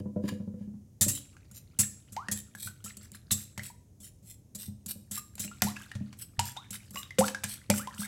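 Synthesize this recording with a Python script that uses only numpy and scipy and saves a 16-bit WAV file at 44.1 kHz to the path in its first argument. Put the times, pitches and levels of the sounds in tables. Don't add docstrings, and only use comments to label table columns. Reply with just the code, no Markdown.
import sys
import numpy as np
from scipy import signal
from scipy.fft import rfft, irfft
from scipy.io import wavfile

SR = 44100
rng = np.random.default_rng(int(sys.argv[2]) if len(sys.argv) > 2 else 0)


def store_pcm(level_fs):
    pcm = np.round(np.clip(level_fs, -1, 1) * 32767).astype(np.int16)
    wavfile.write(sys.argv[1], SR, np.atleast_2d(pcm).T)


N = 355887
TIME = np.arange(N) / SR
AGE = TIME[:SR // 2]



def from_db(db):
    return 10 ** (np.asarray(db) / 20)


def rms_one(x):
    return x / np.sqrt(np.mean(x ** 2) + 1e-20)


def unit_energy(x):
    return x / np.sqrt(np.sum(x ** 2) + 1e-20)


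def at_hz(points, hz):
    table_hz, value = np.transpose(points)
    return np.interp(np.log(np.maximum(hz, 1)), np.log(table_hz), value)


def add(track, s, sound):
    start = max(round(s * SR), 0)
    part = sound[:max(N - start, 0)]
    track[start:start + len(part)] += part


def through(x, response):
    return signal.fftconvolve(x, response)[:N]


def colour(x, spectrum, size=8192):
    hz = np.arange(size // 2 + 1) * SR / size
    cepstrum = irfft(np.log(from_db(at_hz(spectrum, hz))))
    cepstrum[1:size // 2] *= 2
    cepstrum[size // 2 + 1:] = 0
    response = irfft(np.exp(rfft(cepstrum)))
    return through(x, unit_energy(response))


def dying(t60):
    return np.exp(-np.minimum(np.log(1000) * AGE / max(t60, 1e-3), 60))


def ringing(modes):
    rows = []
    for k, (hz, db, t60) in enumerate(modes):
        rows.append((-1) ** k * from_db(db) * dying(t60) * np.sin(2 * np.pi * hz * AGE))
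    return np.array(rows)


def touched(rings, vary_db):
    return from_db(vary_db * rng.standard_normal(len(rings))) @ rings


def grains(per_s, spread_db):
    sizes = from_db(spread_db * np.minimum(rng.exponential(1, N), 4))
    signs = rng.choice([-1, 1], N)
    return rms_one(sizes * signs * (rng.random(N) < per_s / SR))


def clumps(per_s, depth_db):
    knots = np.clip(rng.standard_normal(int(N / SR * per_s) + 2), -2, 2)
    return rms_one(from_db(depth_db * np.interp(TIME * per_s, np.arange(len(knots)), knots)))


def swell(s, db, half):
    return from_db(db) * np.exp(-np.minimum(((TIME - s) / half) ** 2 / 2, 50))


# pitch_hz, level_db (per Hz)
HUM_COLOUR = [(20, -28.5), (50, -6.5), (105, 3.5), (155, -5.5), (210, -9), (400, -20.5), (600, -26),
              (950, -37), (1400, -44), (4500, -44.5), (6400, -35.5), (8000, -40.5), (9800, -40),
              (16000, -46)]


def hum():
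    return from_db(-56) * colour(rng.standard_normal(N), HUM_COLOUR)


# middle_s, level_db, half_length_s
SCUFFS = [(-0.019, -33.5, 0.01), (0.206, -86, 0.057), (0.256, -58.5, 0.017), (0.289, -35.5, 0.0058),
          (0.315, -57, 0.028), (0.62, -72.5, 0.031)]
# pitch_hz, level_db, t60_s
HANDLE_MODES = [(1015, 2, 0.015), (1680, 3, 0.022), (2310, 6.5, 0.0049), (2880, -5, 0.047),
                (3110, -5, 0.029), (3805, 3.5, 0.007), (4780, 5.5, 0.0081), (7010, 2.5, 0.0057),
                (9720, 2.5, 0.0083), (10400, -12, 0.04)]


def pick_up(scuff_db=-9):
    slips = sum(swell(*row) for row in SCUFFS) * grains(per_s=2400, spread_db=3.5)
    clinks = through(slips, unit_energy(ringing(HANDLE_MODES).sum(0)))
    return clinks + from_db(scuff_db) * colour(slips, SWISH_COLOUR)


# start_s, boom_db, thump_db, knock_db
BUMPS = [(.003, -44, -36.5, -37), (0.057, -37, -42, -32), (1.064, -39.5, -37, -35), (2.286, -42, -62, -40),
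         (2.655, -52, -42, -61), (3.576, -45, -38.5, -45), (4.68, -42.5, -37.5, -55.5),
         (4.956, -48.5, -44.5, -50.5), (5.446, -42, -58, -44.5), (5.62, -41, -64, -46),
         (5.645, -35.5, -33, -40), (5.952, -44, -31.5, -45), (6.007, -35.5, -38.5, -62),
         (6.383, -52, -29, -69), (6.943, -47.5, -57, -46), (7.187, -25.5, -38.5, -37),
         (7.696, -27, -26, -30), (7.99, -39, -48, -51)]
# pitch_hz, level_db, t60_s
BOOM_MODES = [(206.75, 5.5, 0.33), (174.4, 5.5, 0.1), (229.6, 0, 0.2), (285.5, -7.5, 0.17)]
# pitch_hz, level_db, t60_s
THUMP_MODES = [(97.1, 3, 0.31), (129.5, -5, 0.46), (51.2, -28, 0.15)]
# pitch_hz, level_db, t60_s
KNOCK_MODES = [(282.3, 5, 0.06), (390, -13.5, 0.029), (503, -3.5, 0.066), (560, -6, 0.054),
               (591, -7.5, 0.061), (900, -31, 0.09), (996, -26.5, 0.36)]


def bumps(boom_db=3.0, thump_db=3, knock_db=3, contact_s=0.0019, thud_db=-9, thud_t60=0.069, thud_hz=420):
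    out, thuds = np.zeros(N), np.zeros(N)
    onset = 1 - np.exp(-AGE / contact_s)
    boom, thump, knock = [ringing(modes) * onset for modes in (BOOM_MODES, THUMP_MODES, KNOCK_MODES)]
    for s, boom_level, thump_level, knock_level in rocking() + pushes() + BUMPS:
        add(out, s, from_db(boom_level + boom_db) * touched(boom, 0.94))
        add(out, s, from_db(thump_level + thump_db) * touched(thump, 1.0))
        add(out, s, from_db(knock_level + knock_db) * touched(knock, 3.5))
        add(thuds, s, from_db(boom_level + thud_db) * dying(thud_t60))
    band = signal.butter(2, [90, thud_hz], "band", fs=SR, output="sos")
    wood = signal.sosfilt(band, signal.unit_impulse(len(AGE)))
    return out + through(thuds * rng.standard_normal(N), unit_energy(wood))


ROCK_START_S, ROCK_GAP_S, ROCK_GAP_KEPT, ROCK_UNEVEN_S = .16, .083, .957, .002
ROCK_BOOM_DB, ROCK_THUMP_DB, ROCK_KNOCK_DB = -31.5, -35, -26.5
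ROCK_LOSS_DB, ROCK_KNOCK_LOSS_DB = 1.58, 4


def rocking(count=9):
    k = np.arange(count)
    s = ROCK_START_S + ROCK_GAP_S * (1 - ROCK_GAP_KEPT ** k) / (1 - ROCK_GAP_KEPT)
    s = s + ROCK_UNEVEN_S * rng.standard_normal(count)
    boom = ROCK_BOOM_DB - ROCK_LOSS_DB * k
    thump = ROCK_THUMP_DB - ROCK_LOSS_DB * k
    knock = ROCK_KNOCK_DB - ROCK_KNOCK_LOSS_DB * k
    return list(zip(s, boom, thump, knock))


# start_s, clash_db, rattle_length_s, sweep_delay_s, sweep_db, sweep_wetness_db
STROKES = [(1.0104, -20.5, 0.023, .03, -35, -7), (1.081, -27, 0.026, 0.071, -36.5, -20),
           (1.513, -51.5, 0.0058, 0.057, -50, -15), (1.7885, -22, .025, .05, -45.5, -6),
           (2.122, -49.5, 0.019, 0.037, -64, 2), (2.314, -29.5, 0.018, 0.059, -41.5, -32),
           (2.55, -49.5, 0.0095, 0.086, -38.5, -28), (2.841, -43, 0.031, 0.052, -51.5, 4),
           (2.969, -42.5, 0.006, 0.07, -59, 2.5), (3.118, -40.5, 0.0011, 0.035, -54.5, 5.5),
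           (3.314, -22.5, 0.019, 0.084, -44.5, -16), (3.578, -42.5, 0.0067, .078, -43, -9),
           (4.002, -56, .027, 0.056, -47.5, -13), (4.226, -68.5, 0.067, 0.075, -50.5, -26),
           (4.549, -40, 0.014, 0.082, -42, -17), (4.861, -35.5, 0.0067, 0.042, -37, -26),
           (5.111, -38.5, 0.024, 0.052, -34, -10), (5.354, -40, 0.0019, 0.034, -59, -6),
           (5.395, -34, 0.015, 0.044, -33.5, -12), (5.62, -10, 0.0006, 0.024, -40, -5),
           (5.634, -33.5, 0.014, .05, -41, -5), (6.17, -66, 0.009, .046, -41.5, -14.5),
           (6.396, -26.5, 0.0034, 0.082, -42, -6.5), (6.706, -36.5, 0.0075, 0.041, -38, -4.5),
           (6.907, -45.5, 0.0069, .081, -42, -21), (7.189, -27.5, 0.016, .075, -38.5, -16),
           (7.4399, -23.5, 0.002, 0.076, -36.5, -17), (7.701, -18, 0.002, 0.076, -35, -19.5),
           (7.947, -46, 0.0017, 0.076, -36, -25)]
# pitch_hz, level_db (per Hz)
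CLASH_COLOUR = [(300, -18.5), (900, -16.5), (2000, -17.5), (3700, -11), (6000, -4.5), (6900, 2), (7700, 4),
                (8700, -1), (11000, -1.5), (13000, -4.5), (16000, -12.5)]


def clashes(settle_s=0.012, ring_db=-7, wires_db=-8, level_db=1):
    out, rattle = np.zeros(N), np.zeros(N)
    contacts, age = grains(per_s=9000, spread_db=2.3), AGE[:SR // 8]
    for s, db, length, *_ in STROKES:
        force = from_db(db) * np.exp(-np.minimum((age / length) ** 2, 50)) * (1 + age / (length + settle_s))
        hits = contacts.take(round(s * SR) + np.arange(len(age)), mode="wrap")
        taps = unit_energy(force * hits) * np.linalg.norm(force)
        add(rattle, s, taps)
        add(out, s, from_db(ring_db) * signal.fftconvolve(taps, steel()))
        add(out, s, from_db(wires_db) * signal.fftconvolve(taps, wires()))
    return from_db(level_db) * (colour(rattle, CLASH_COLOUR) + out)


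# pitch_hz, level_db, t60_s
STEEL_MODES = [(7163, -7, .18), (7443, -3, .22), (7576, 0, .33), (7730, -3, .26), (7945, -2, .26),
               (8135, -7, .2), (9950, -6, .12), (11281, -9, .1), (12613, -10, .09)]


def steel():
    modes = np.array(STEEL_MODES)
    modes[:, 0] *= 1 + .004 * rng.standard_normal(len(modes))
    return unit_energy(touched(ringing(modes), 2))


# pitch_hz, level_db
WIRE_MODES = [(1450, -30), (1950, -9), (2600, -8.5), (3100, -3), (3800, 0), (4250, -1.5), (4750, -7),
              (5550, -4), (6200, -17.5), (7150, -0.5), (7600, 9), (8150, -1), (8950, 6), (9600, -8.5),
              (10500, -3.5), (11300, 7.5), (12500, -7), (14000, -24)]


def wires(detune=.06):
    hz, db = np.transpose(WIRE_MODES)
    hz = hz * np.exp(detune * rng.standard_normal(len(hz)))
    age = AGE[:SR // 25]
    turns = hz[:, None] * age + rng.random((len(hz), 1))
    rings = from_db(db)[:, None] * np.sin(2 * np.pi * turns)
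    return unit_energy(touched(rings, 2) * dying(.02)[:len(age)])


PUSH_BOOM_DB, PUSH_BOOM_FOLLOWS = -28, 0.56
PUSH_THUMP_DB, PUSH_THUMP_FOLLOWS = -16, 0.82
PUSH_KNOCK_DB, PUSH_KNOCK_FOLLOWS = -31.5, .6


def pushes():
    s, db, length, *_ = np.transpose(STROKES)
    blow = db + 10 * np.log10(length / .01)
    boom = PUSH_BOOM_DB + PUSH_BOOM_FOLLOWS * blow
    thump = PUSH_THUMP_DB + PUSH_THUMP_FOLLOWS * blow
    knock = PUSH_KNOCK_DB + PUSH_KNOCK_FOLLOWS * blow
    return list(zip(s, boom, thump, knock))


# start_s, level_db
FROTH = [(1.0, -75), (1.2, -67.5), (1.75, -74), (2.22, -70), (3.58, -76.5), (3.79, -118), (5.21, -77.5),
         (5.61, -58.5), (5.82, -54.5), (5.94, -64), (6.24, -75.5), (6.63, -64), (6.81, -62.5), (7.36, -68),
         (7.52, -52), (7.79, -79), (7.95, -49.5), (8.07, -42)]


def slosh(snaps_db=-5, plops_db=1.0, ticks_db=-9):
    plops = fizz(per_s=150, spread_db=3.5, low_hz=1200, high_hz=5000, cycles=24, rise=8)
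    snaps = colour(grains(per_s=1500, spread_db=3), SLAP_COLOUR) * clumps(90, 5)
    ticks = colour(grains(per_s=200, spread_db=3), CLASH_COLOUR) * clumps(40, 4)
    stirred = from_db(np.interp(TIME, *np.transpose(FROTH))) * clumps(25, 2)
    stirred = stirred * (TIME > STROKES[0][0])
    return stirred * (from_db(plops_db) * plops + from_db(snaps_db) * snaps + from_db(ticks_db) * ticks)


def fizz(per_s, spread_db, low_hz, high_hz, cycles, rise, count=18):
    contacts = grains(per_s, spread_db)
    dealt = rng.integers(0, count, N)
    out = np.zeros(N)
    for k, hz in enumerate(np.geomspace(low_hz, high_hz, count)):
        ring = unit_energy(bubble(hz, cycles / hz, rise * hz)[:SR // 20])
        for i in np.flatnonzero(contacts * (dealt == k)):
            add(out, i / SR, contacts[i] * ring)
    return rms_one(out)


# pitch_hz, level_db (per Hz)
SWISH_COLOUR = [(500, -48), (1500, -49), (3000, -18), (5500, -1.5), (7800, -7.5), (10000, -1),
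                (13000, -0.5), (16000, -7.5)]
SWEEP_WIDTH = 0.34


def swishes(hiss_db=-3.0, wires_db=-1.5, wet_db=-1):
    out, scrape, wet = np.zeros(N), np.zeros(N), np.zeros(N)
    slips = grains(per_s=1500, spread_db=3.1) * clumps(200, 3.5)
    for s, _, _, delay, db, wetness_db in STROKES:
        sweep = swell(s + delay, db, SWEEP_WIDTH * delay)
        scrape += sweep
        wet += sweep * from_db(wetness_db)
        start = round(s * SR)
        add(out, s, signal.fftconvolve((sweep * slips)[start:start + SR // 2], wires()))
    hiss = colour(scrape * slips, SWISH_COLOUR)
    froth = wet * fizz(per_s=700, spread_db=4, low_hz=1400, high_hz=7000, cycles=22, rise=8)
    return from_db(hiss_db) * hiss + from_db(wires_db) * out + from_db(wet_db) * froth


# start_s, pitch_hz, level_db, t60_s, rise_hz_per_s
BUBBLES = [(1.175, 3260, -30, 0.01, 30000), (1.367, 1600, -39.5, .017, 2992),
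           (1.834, 1820, -30, 0.025, 2998), (2.166, 817, -26, .21, 9494.5), (2.285, 1846, -18, 0.022, 3001),
           (2.55, 1690, -31, 0.028, 1000), (2.673, 1475, -31, 0.055, 4000),
           (2.861, 1320, -40.5, 0.077, 2997), (3.309, 4040, -18, 0.021, 8005.5),
           (3.594, 1873, -27, 0.044, 29997), (3.701, 968, -41.5, 0.095, 393.5),
           (5.175, 1208, -35, 0.11, 624), (5.478, 2730, -34.5, 0.035, 15000),
           (5.514, 1356, -37.5, 0.061, 4006), (5.62, 726, -26, .13, -3), (5.667, 814, -27.5, 0.11, 13000),
           (5.765, 2660, -29, 0.025, 3003), (5.767, 1660, -32, 0.051, 3000),
           (5.814, 1600, -36.5, 0.046, 1000), (5.916, 1810, -26.5, 0.019, 13991),
           (6.394, 944, -18, 0.077, 800), (6.566, 784, -34.5, 0.14, 12991),
           (6.571, 3560, -30.5, 0.053, 25000), (7.031, 3740, -27.5, 0.014, 25000),
           (6.959, 1073, -32.5, 0.16, 3000), (6.972, 2856, -27, 0.042, 3000),
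           (7.107, 2050, -29, 0.036, 3019), (7.185, 525, -11.5, 0.13, 310), (7.208, 684, -15, 0.11, 19003),
           (7.242, 1340, -20, 0.029, 18000), (7.281, 1680, -27, 0.042, 3000),
           (7.347, 1622, -20, 0.037, 3000), (7.442, 1680, -25, 0.029, 4053), (7.7, 584, -15.5, 0.076, 0),
           (7.702, 870, -17.5, 0.036, 3), (7.711, 2360, -19.5, 0.025, 10000),
           (7.739, 1480, -25, 0.02, 5000), (7.794, 1166, -33.5, 0.19, 14000),
           (7.873, 977, -26, 0.074, 5000), (8.032, 1600, -30.5, 0.056, 3000)]


def bubbles(pop_db=-11, pop_t60=0.018):
    rings, pops = np.zeros(N), np.zeros(N)
    for s, hz, db, t60, rise in BUBBLES:
        add(rings, s, from_db(db) * bubble(hz, t60, rise))
        add(pops, s, from_db(db + pop_db) * dying(pop_t60))
    return rings + colour(pops * rng.standard_normal(N), SLAP_COLOUR)


def bubble(hz, t60, rise):
    swoop = 1 - .2 * np.exp(-AGE * hz / 1.5)
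    pitch = np.minimum(hz * swoop + rise * AGE, SR / 4)
    opening = np.exp(-np.minimum((2 * AGE / t60) ** 4, 50))
    onset = 1 - np.exp(-AGE * hz)
    return dying(t60) * opening * onset * np.sin(2 * np.pi * np.cumsum(pitch) / SR)


# start_s, level_db, decay_s (to 1/e)
SLAPS = [(1.79, -59, 0.063), (2.165, -33.5, 0.002), (2.677, -47, 0.014), (3.3065, -41, 0.0039),
         (3.577, -32.5, 0.0044), (5.38, -41, 0.0099), (5.622, -16.5, 0.0037), (5.952, -42.5, 0.0086),
         (6.128, -46, 0.0079), (6.393, -16.5, 0.0022), (6.566, -40, 0.0068), (6.958, -29.5, 0.0024),
         (7.187, -22.5, 0.0048), (7.281, -27, 0.0053), (7.347, -28, 0.0016), (7.436, -28, 0.012),
         (7.7, -21.5, 0.0074)]
# pitch_hz, level_db (per Hz)
SLAP_COLOUR = [(300, -26), (800, -4.5), (1600, -5.5), (2700, -4), (4000, -8.5), (6000, -6), (9000, -11.5),
               (16000, -30)]


def slaps(spray_db=-15, spray_s=0.0094):
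    force, spray = np.zeros(N), np.zeros(N)
    for s, db, decay in SLAPS:
        add(force, s, from_db(db) * np.exp(-np.minimum(AGE / decay, 50)))
        add(spray, s, from_db(db + spray_db) * np.exp(-np.minimum(AGE / spray_s, 50)))
    spatter = force * grains(per_s=12000, spread_db=-7.0)
    patter = spray * grains(per_s=530, spread_db=4)
    return colour(spatter + patter, SLAP_COLOUR)


# pitch_hz, t60_s
KITCHEN_DECAY = [(300, .42), (1000, .36), (3000, .42), (7500, .45), (11000, .37), (16000, .27)]


def kitchen(x, room_db, early_db=0, early_t60=0.11, build_s=0.003, count=10):
    edges, tail = np.geomspace(250, 17000, count + 1), 0
    for low, high in zip(edges, edges[1:]):
        band_filter = signal.butter(2, [low, high], "band", fs=SR, output="sos")
        band = signal.sosfilt(band_filter, rng.standard_normal(len(AGE)))
        room = dying(at_hz(KITCHEN_DECAY, np.sqrt(low * high)))
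        early = from_db(early_db) * dying(early_t60)
        tail = tail + band * (room + early)
    response = unit_energy(tail * (1 - np.exp(-AGE / build_s)))
    return x + from_db(room_db) * through(x, response)


def scene():
    whisk = from_db(-1.5) * kitchen(clashes() + swishes() + pick_up(), room_db=-11.5)
    egg = from_db(-3.0) * kitchen(slaps() + bubbles() + slosh(), room_db=-9)
    table = from_db(-5.0) * kitchen(bumps(), room_db=-1)
    return (whisk + egg + table + hum())[None]


def record(dry):
    return signal.sosfilt(signal.ellip(10, .1, 80, 16000, fs=SR, output="sos"), dry)


dry = scene()
out = record(dry)
store_pcm(out)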